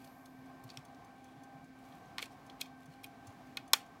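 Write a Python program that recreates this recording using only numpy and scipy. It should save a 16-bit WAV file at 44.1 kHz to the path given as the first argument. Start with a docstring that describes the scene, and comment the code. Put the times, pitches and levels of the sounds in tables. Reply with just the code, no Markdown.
"""A small, quiet room, with the microphone close to a pocket watch held in the hands.
The movement swings on its hinge with light clicks and is pressed into the case with one sharp snap;
each contact of metal on metal rings the hand-damped case and sends a short echo round the room.
The escapement ticks faintly, fingers rub and nudge the case, and air and a low hum lie underneath."""
import sys
import numpy as np
from scipy import signal
from scipy.fft import rfft, irfft
from scipy.io import wavfile

SR = 44100
rng = np.random.default_rng(int(sys.argv[2]) if len(sys.argv) > 2 else 0)


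def unload_wav(signal):
    """Save mono or channel-first audio to the path in sys.argv[1] as 16-bit WAV at rate SR, clipped to [-1, 1]."""
    wavfile.write(
        sys.argv[1],
        SR,
        np.round(np.clip(np.atleast_2d(signal).T, -1, 1) * 32767).astype(np.int16),
    )


N = 176400


def amp(db):
    """Decibels to gain."""
    return 10 ** (np.asarray(db) / 20)


def unit(x):
    """Scales to rms 1."""
    return x / np.sqrt(np.mean(abs(x) ** 2) + 1e-20)


def at_level(sound, db):
    """Scales a short sound so that its energy, spread over 10 ms, has the given level."""
    return amp(db) * sound / np.sqrt(np.sum(sound ** 2, axis=-1, keepdims=True) / (SR / 100))


def read(points, hz):
    """Interpolates a table along log frequency."""
    f, value = np.transpose(points)
    return np.interp(np.log(hz + 1), np.log(f + 1), value)


def add(mix, s, sound):
    """Mixes a sound in at s seconds."""
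    part = mix[round(s * SR):][:len(sound)]
    part += sound[:len(part)]


def noise(spectrum, size):
    """Noise of a given colour, at rms 1."""
    gain = amp(read(spectrum, np.fft.rfftfreq(size, 1 / SR)))
    return unit(irfft(rfft(rng.standard_normal(size)) * gain, size))


def drift(hz):
    """Smooth complex random motion, up to about the given rate."""
    spectrum = np.fft.fft(rng.standard_normal(N)) * np.exp(-(np.fft.fftfreq(N, 1 / SR) / hz) ** 2)
    return unit(np.fft.ifft(spectrum * np.exp(2j * np.pi * rng.random(N))))


def colour(db):
    """Causal frequency response with the given gains."""
    log_gain = np.log(amp(db))
    return np.exp(np.conj(signal.hilbert(np.r_[log_gain, log_gain[-2:0:-1]])))[:len(db)]


def peak(hz, centre_hz, q):
    """A resonance-shaped bump of height 1."""
    return 1 / (1 + (2 * q * np.log((hz + 1) / centre_hz)) ** 2)


def modes(table, t):
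    """Damped modes struck together, alternating in sign."""
    return sum((-1) ** k * amp(db - 60 * t / t60) * np.sin(2 * np.pi * hz * t)
               for k, (hz, db, t60) in enumerate(table))


def room_tone(air_db=-59, swell_db=1.05, middle_hz=(600, 1300)):
    """Moving air and a few wavering hum lines; the middle band dips now and then."""
    # The air in the room. Each row: frequency in Hz, relative level in dB.
    air_spectrum = [(20, -66.5), (45, -8.5), (75, -6.5), (135, 1.5), (190, -3), (260, 1.5), (400, -7.5),
                    (580, -9), (730, -1), (900, -9.5), (1120, -7.5), (1400, -15.5), (1900, -17),
                    (2350, -20), (2900, -22), (5000, -26.5), (9000, -34), (15500, -36)]
    # The hum. Each row: frequency in Hz, level in dB, pitch wander in Hz, depth of wavering.
    hum_lines = [(259.3, -62.5, 1.84, .55), (274.8, -70, 4.4, 0.96), (709, -68, 40, 0.65),
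                 (797, -65, 4.6, 1), (1064, -72, 25, 1), (1559, -71.5, 2.15, .25), (1570, -76.5, 30, 0.95),
                 (1802, -80, 30, 0.89), (2300, -76.5, 88, 1)]
    # The dips of the middle band. Each row: time in seconds, gain in dB.
    middle_gains = [(0, -2.5), (.25, 2), (.35, -1), (.45, 0.5), (1.1, 0), (1.2, -2.5), (1.3, -0.5),
                    (1.63, 0.5), (1.655, -7), (1.74, -7.5), (1.765, 0.5), (2.8, 1), (2.92, -3.5),
                    (3.02, -0.5), (3.42, 0), (3.52, -5), (3.6, 0), (4, 2)]
    t = np.arange(N) / SR
    tone = amp(air_db + swell_db * unit(drift(2.5).real)) * noise(air_spectrum, N)
    for hz, db, width, waver in hum_lines:
        carrier = np.exp(2j * np.pi * np.cumsum(hz + width * drift(width * 2).real) / SR)
        tone += amp(db) * unit(((1 + waver * drift(width * 2)) * carrier).real)
    middle = signal.sosfiltfilt(signal.butter(2, middle_hz, "band", fs=SR, output="sos"), tone)
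    return tone + (amp(np.interp(t, *np.transpose(middle_gains))) - 1) * middle


def room_echo(feed, early_db=-16, early_s=.0066, tail_db=-17.5, size=22050):
    """Quick reflections from hands and table, then the short tail of the room."""
    # The room's decay. Each row: frequency in Hz, seconds to fall 60 dB.
    decay_times = [(200, .3), (1000, 0.068), (3000, 0.26), (7000, 0.19), (15000, 0.15)]
    t = np.arange(size) / SR
    early = rng.standard_normal(size) * (rng.random(size) < .1) * (t > .0015) * np.exp(-t / early_s)
    hz, age, frames = signal.stft(rng.standard_normal(size) * (t > .005), SR, nperseg=256)
    fade = amp(-60 * age / read(decay_times, hz)[:, None])
    tail = signal.istft(frames * fade, SR, nperseg=256)[1][:size]
    echo = amp(early_db) * early / np.linalg.norm(early) + amp(tail_db) * tail / np.linalg.norm(tail)
    return signal.fftconvolve(feed, echo)[:N]


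def opening_hiss(db=-73, fade_s=.43):
    """A thin high hiss dies away as the hand starts to move."""
    # The hiss. Each row: frequency in Hz, relative level in dB.
    hiss_spectrum = [(1000, -28), (9000, -15), (11000, -15), (12100, -4), (13500, -18), (16000, -17)]
    t = np.arange(N) / SR
    return amp(db) * np.exp(-(t / fade_s) ** 2) * noise(hiss_spectrum, N)


def finger_rubs(grain_db=3.5, favour_db=9):
    """Skin slides on metal with a grainy hiss, coloured by the part it rubs."""
    # Sliding skin. Each row: frequency in Hz, relative level in dB.
    skin_spectrum = [(500, -21), (2500, 7.5), (5000, -2), (9000, -2.5), (12000, -8.5), (16000, -10)]
    # The strokes. Each row: start and length in seconds, level in dB, favoured frequency in Hz.
    strokes = [(-.3, 0.54, -72, 4600), (.6, 0.26, -67, 4430), (1.068, 0.43, -75, 3400),
               (1.71, 0.36, -70.5, 12000), (2.164, .13, -55.5, 4400), (2.257, .11, -67.5, 5500),
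               (2.589, 0.043, -53, 3800), (2.74, 0.15, -72, 12500), (2.86, 0.15, -71, 4300),
               (3.206, 0.17, -71, 6600)]
    t, hz = np.arange(N) / SR, np.fft.rfftfreq(N, 1 / SR)
    skin = rfft(noise(skin_spectrum, N) * amp(grain_db * unit(drift(115).real)))
    rubs = np.zeros(N)
    for s, length, db, favoured_hz in strokes:
        pressure = amp(db) * np.sin(np.pi * np.clip((t - s) / length, 0, 1)) ** 2
        rubs += pressure * unit(irfft(skin * amp(favour_db * peak(hz, favoured_hz, q=6.9)), N))
    return rubs


def finger_nudges(width_s=.0094):
    """Fingers bump the case softly: a few cycles of a dull, low tone each time."""
    # The nudges. Each row: centre in seconds, level in dB, pitch in Hz.
    bumps = [(0.394, -54, 130), (0.66, -51, 126), (0.789, -51.5, 129), (1.38, -54.5, 134),
             (1.559, -55, 147), (1.639, -58.5, 159), (1.959, -57, 152), (2.896, -52.5, 152),
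             (3.289, -52, 108)]
    t, nudges = np.arange(N) / SR, np.zeros(N)
    for s, db, hz in bumps:
        swell = amp(db) * np.sqrt(2) * np.exp(-.5 * ((t - s) / width_s) ** 2)
        nudges += swell * np.sin(2 * np.pi * hz * (t - s))
    return nudges


def escapement(decay_s=.0037, scrape_db=-6.5, spread=.012, size=8192):
    """Each beat is a tiny scrape that rings the escapement at a slightly different pitch."""
    # The beats. Each row: time in seconds, level in dB.
    beats = [(0.045, -62.5), (0.2572, -62.5), (0.4587, -74), (0.64, -71), (0.851, -63.5), (1.047, -68.5),
             (1.243, -66.5), (1.436, -65), (1.6433, -71.5), (1.851, -72.5), (2.056, -74), (2.465, -67.5),
             (2.662, -69), (2.858, -66), (3.063, -68), (3.2707, -59.5), (3.468, -75), (3.679, -64.5),
             (3.863, -73)]
    # The scrape of a beat. Each row: frequency in Hz, relative level in dB.
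    scrape_spectrum = [(1000, -16), (3500, -0.5), (6500, -3.5), (10000, 1), (11000, -7.5), (15500, -0.5)]
    # The ringing parts. Each row: frequency in Hz, relative level in dB, seconds to fall 60 dB.
    tick_modes = [(3420, -5, .015), (4500, -6, 0.018), (5400, -6, .012), (6160, 1, 0.018),
                  (6700, -2, 0.0099), (7300, -2.5, 0.0097), (9300, -7, 0.019), (10000, -6.5, 0.011),
                  (12700, -4.5, .01), (14800, -7.5, .008)]
    t, ticks = np.arange(size) / SR, np.zeros(N)
    for s, db in beats:
        scrape = unit(noise(scrape_spectrum, size) * np.sqrt(t) * np.exp(-t / decay_s))
        metal = modes(tick_modes, t * (1 + spread * rng.standard_normal()))
        ring = unit(signal.fftconvolve(scrape, metal)[:size])
        add(ticks, s - decay_s / 2, at_level(ring + amp(scrape_db) * scrape, db))
    return ticks


def recoil(size=8192):
    """The whole watch recoils in the hand at the firmer blows, with a low knock."""
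    # The knocks. Each row: start in seconds, level in dB.
    firm_blows = [(2.183, -66), (2.2265, -52.5), (2.6143, -63), (3.5698, -58.5), (3.733, -44.5)]
    # The watch in the hand. Each row: frequency in Hz, relative level in dB, seconds to fall 60 dB.
    knock_modes = [(347, -4.5, 0.06), (474, 4.5, 0.032), (680, 3.5, 0.014)]
    knock, knocks = modes(knock_modes, np.arange(size) / SR), np.zeros(N)
    for s, db in firm_blows:
        add(knocks, s, at_level(knock, db))
    return knocks


def metal_contact(db, decay_s, low_hz, tilt_db, favoured_hz, size=8192):
    """A blow with a brief scrape rings the case; returns the close sound and a smoother room feed."""
    # The hand-damped case. Each row: frequency in Hz, relative level in dB, seconds to fall 60 dB.
    case_modes = [(941, 2, 0.0058), (1165, -1, 0.017), (1460, -14.5, 0.037), (1990, -10, .012),
                  (2260, -1, 0.012), (2533, -10, 0.045), (2847, -9, .018), (3300, -1.5, 0.014),
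                  (3640, -6.5, 0.015), (4187, 0, 0.016), (4560, -6, .014), (5410, 0.5, 0.0097),
                  (6100, -5, .008), (6800, -5.5, 0.012), (7800, -10.5, 0.011), (8670, 1.5, 0.005),
                  (9900, -5, .006), (11300, -1.5, 0.0051), (12580, -0.5, 0.0037), (13240, -0.5, 0.0056),
                  (14600, -4.5, .005)]
    # The thin after-ring of the free metal parts, in the same columns.
    free_modes = [(2470, -34, .17), (2600, -33, .09), (4270, -35, .12), (4740, -40, .1), (7260, -50, .3)]
    # The crack of the blow. Each row: frequency in Hz, relative level in dB.
    crack_spectrum = [(100, -45), (400, 4.5), (1100, -2.5), (1850, -6.5), (2500, 2.5), (3400, 11),
                      (4800, -1), (6300, 5), (9000, -1.5), (13000, -10.5), (16000, -14.5)]
    # The pulse thrown into the room, in the same columns.
    thrown_spectrum = [(100, -28), (500, 1.5), (1200, 5), (2500, -5.5), (4000, -4.5), (7000, -13),
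                       (10000, -16), (13000, -10.5), (16000, -20.5)]
    scrape_s, grip_spread = .0032, .012  # contacts longer than scrape_s scrape more than they strike
    crack_db, favour_db, room_ring_db, body_leak_db = -4.5, 8.5, -23, -25.5
    t, hz = np.arange(size) / SR, np.fft.rfftfreq(size, 1 / SR)
    fade = np.exp(-t / decay_s)
    drive = decay_s / scrape_s * unit(rng.standard_normal(size) * fade) + unit(1. * (t == 0))
    case = modes(case_modes, t * (1 + grip_spread * rng.standard_normal())) + modes(free_modes, t)
    ring = unit(signal.fftconvolve(drive, case)[:size])
    crack = amp(crack_db) * unit(noise(crack_spectrum, size) * fade)
    close = irfft(rfft(ring + crack) * colour(favour_db * peak(hz, favoured_hz, q=7)))
    thrown = amp(room_ring_db) * ring + unit(irfft(colour(read(thrown_spectrum, hz))))
    both = np.array([close, thrown])
    high = signal.sosfilt(signal.butter(4, low_hz, "high", fs=SR, output="sos"), both)
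    tilt = colour(tilt_db * np.log2(np.hypot(1, hz / 3500)))
    return at_level(irfft(rfft(high + amp(body_leak_db) * both) * tilt), db)


def clicks_and_snap():
    """The movement clicks on its hinge and snaps into the case; returns close sound and room feed."""
    # Metal meeting metal. Each row: start in seconds, level in dB, contact decay in seconds,
    # low cut in Hz, treble tilt in dB per octave, frequency favoured by the contact point in Hz.
    hinge_clicks = [(.075, -69, 0.0045, 3700, 4, 4400), (.2585, -67, .002, 3000, -4, 4000),
                    (0.6388, -62.5, 0.005, 4000, 6, 15300), (0.691, -61, 0.0045, 3000, -16, 4430),
                    (0.7018, -53, 0.0027, 3800, -14.5, 4550), (0.7725, -49, 0.0016, 1360, -6, 2550),
                    (0.7729, -52, 0.00073, 4200, -7, 5500), (.947, -70.5, 0.0022, 3500, -7, 4600),
                    (1.923, -66, .003, 2530, -22, 3400), (2.1827, -39.5, 0.0003, 1090, -11, 1870),
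                    (2.1839, -46, .0006, 1700, -5.5, 3800), (2.1913, -45, 0.00034, 900, -10, 1890),
                    (2.197, -48, 0.0037, 1400, -25, 1910), (2.2261, -39.5, 0.0015, 1430, -6.5, 2250),
                    (2.498, -55.5, 0.004, 2600, -10, 3570), (2.612, -42, 0.0013, 3300, -7, 11400),
                    (2.6139, -40.5, 0.0019, 2800, -1, 3780), (2.615, -43.5, 0.00056, 1900, -8, 2420),
                    (2.657, -59.5, 0.0027, 2000, -20, 2390), (3.034, -58, 0.012, 2200, -2, 11400),
                    (3.0412, -48.5, 0.0046, 2050, -15, 2580), (3.043, -53.5, 0.0031, 2200, 13, 10000),
                    (3.571, -48, 0.00069, 2400, -2.5, 11100), (3.5711, -40, 0.00065, 1860, -27, 4430),
                    (3.5739, -44.5, 0.00058, 1250, -5.5, 2150)]
    # The catch slips, then the movement seats and settles; the same columns.
    closing_snap = [(3.733, -31, .001, 3070, 7, 13060), (3.7337, -25, .0008, 500, 3.5, 5540),
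                    (3.7338, -21.5, 0.00087, 900, -2, 3420), (3.7356, -32.5, .002, 4970, -2, 6400),
                    (3.7373, -33, 0.0019, 2300, -5.5, 3530), (3.7384, -36, 0.0011, 1100, -4, 4180),
                    (3.7418, -37, .0008, 1900, -10, 2400)]
    direct, feed = np.zeros(N), np.zeros(N)
    for s, *blow in closing_snap + hinge_clicks:
        close, thrown = metal_contact(*blow)
        add(direct, s, close)
        add(feed, s, thrown)
    return direct, feed


def scene():
    """The watch and fingers close to one microphone, the room behind them."""
    clicks, feed = clicks_and_snap()
    knocks_and_ticks = recoil() + escapement()
    watch = clicks + knocks_and_ticks + room_echo(feed + knocks_and_ticks)
    return (watch + finger_rubs() + finger_nudges() + opening_hiss() + room_tone())[None]


def record(dry, cutoff_hz=16000):
    """A steep low-pass takes off the highest treble."""
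    low_pass = signal.firwin(255, cutoff_hz, window=("kaiser", 8), fs=SR)
    return signal.oaconvolve(dry, low_pass[None], "same")


dry = scene()
out = record(dry)
unload_wav(out)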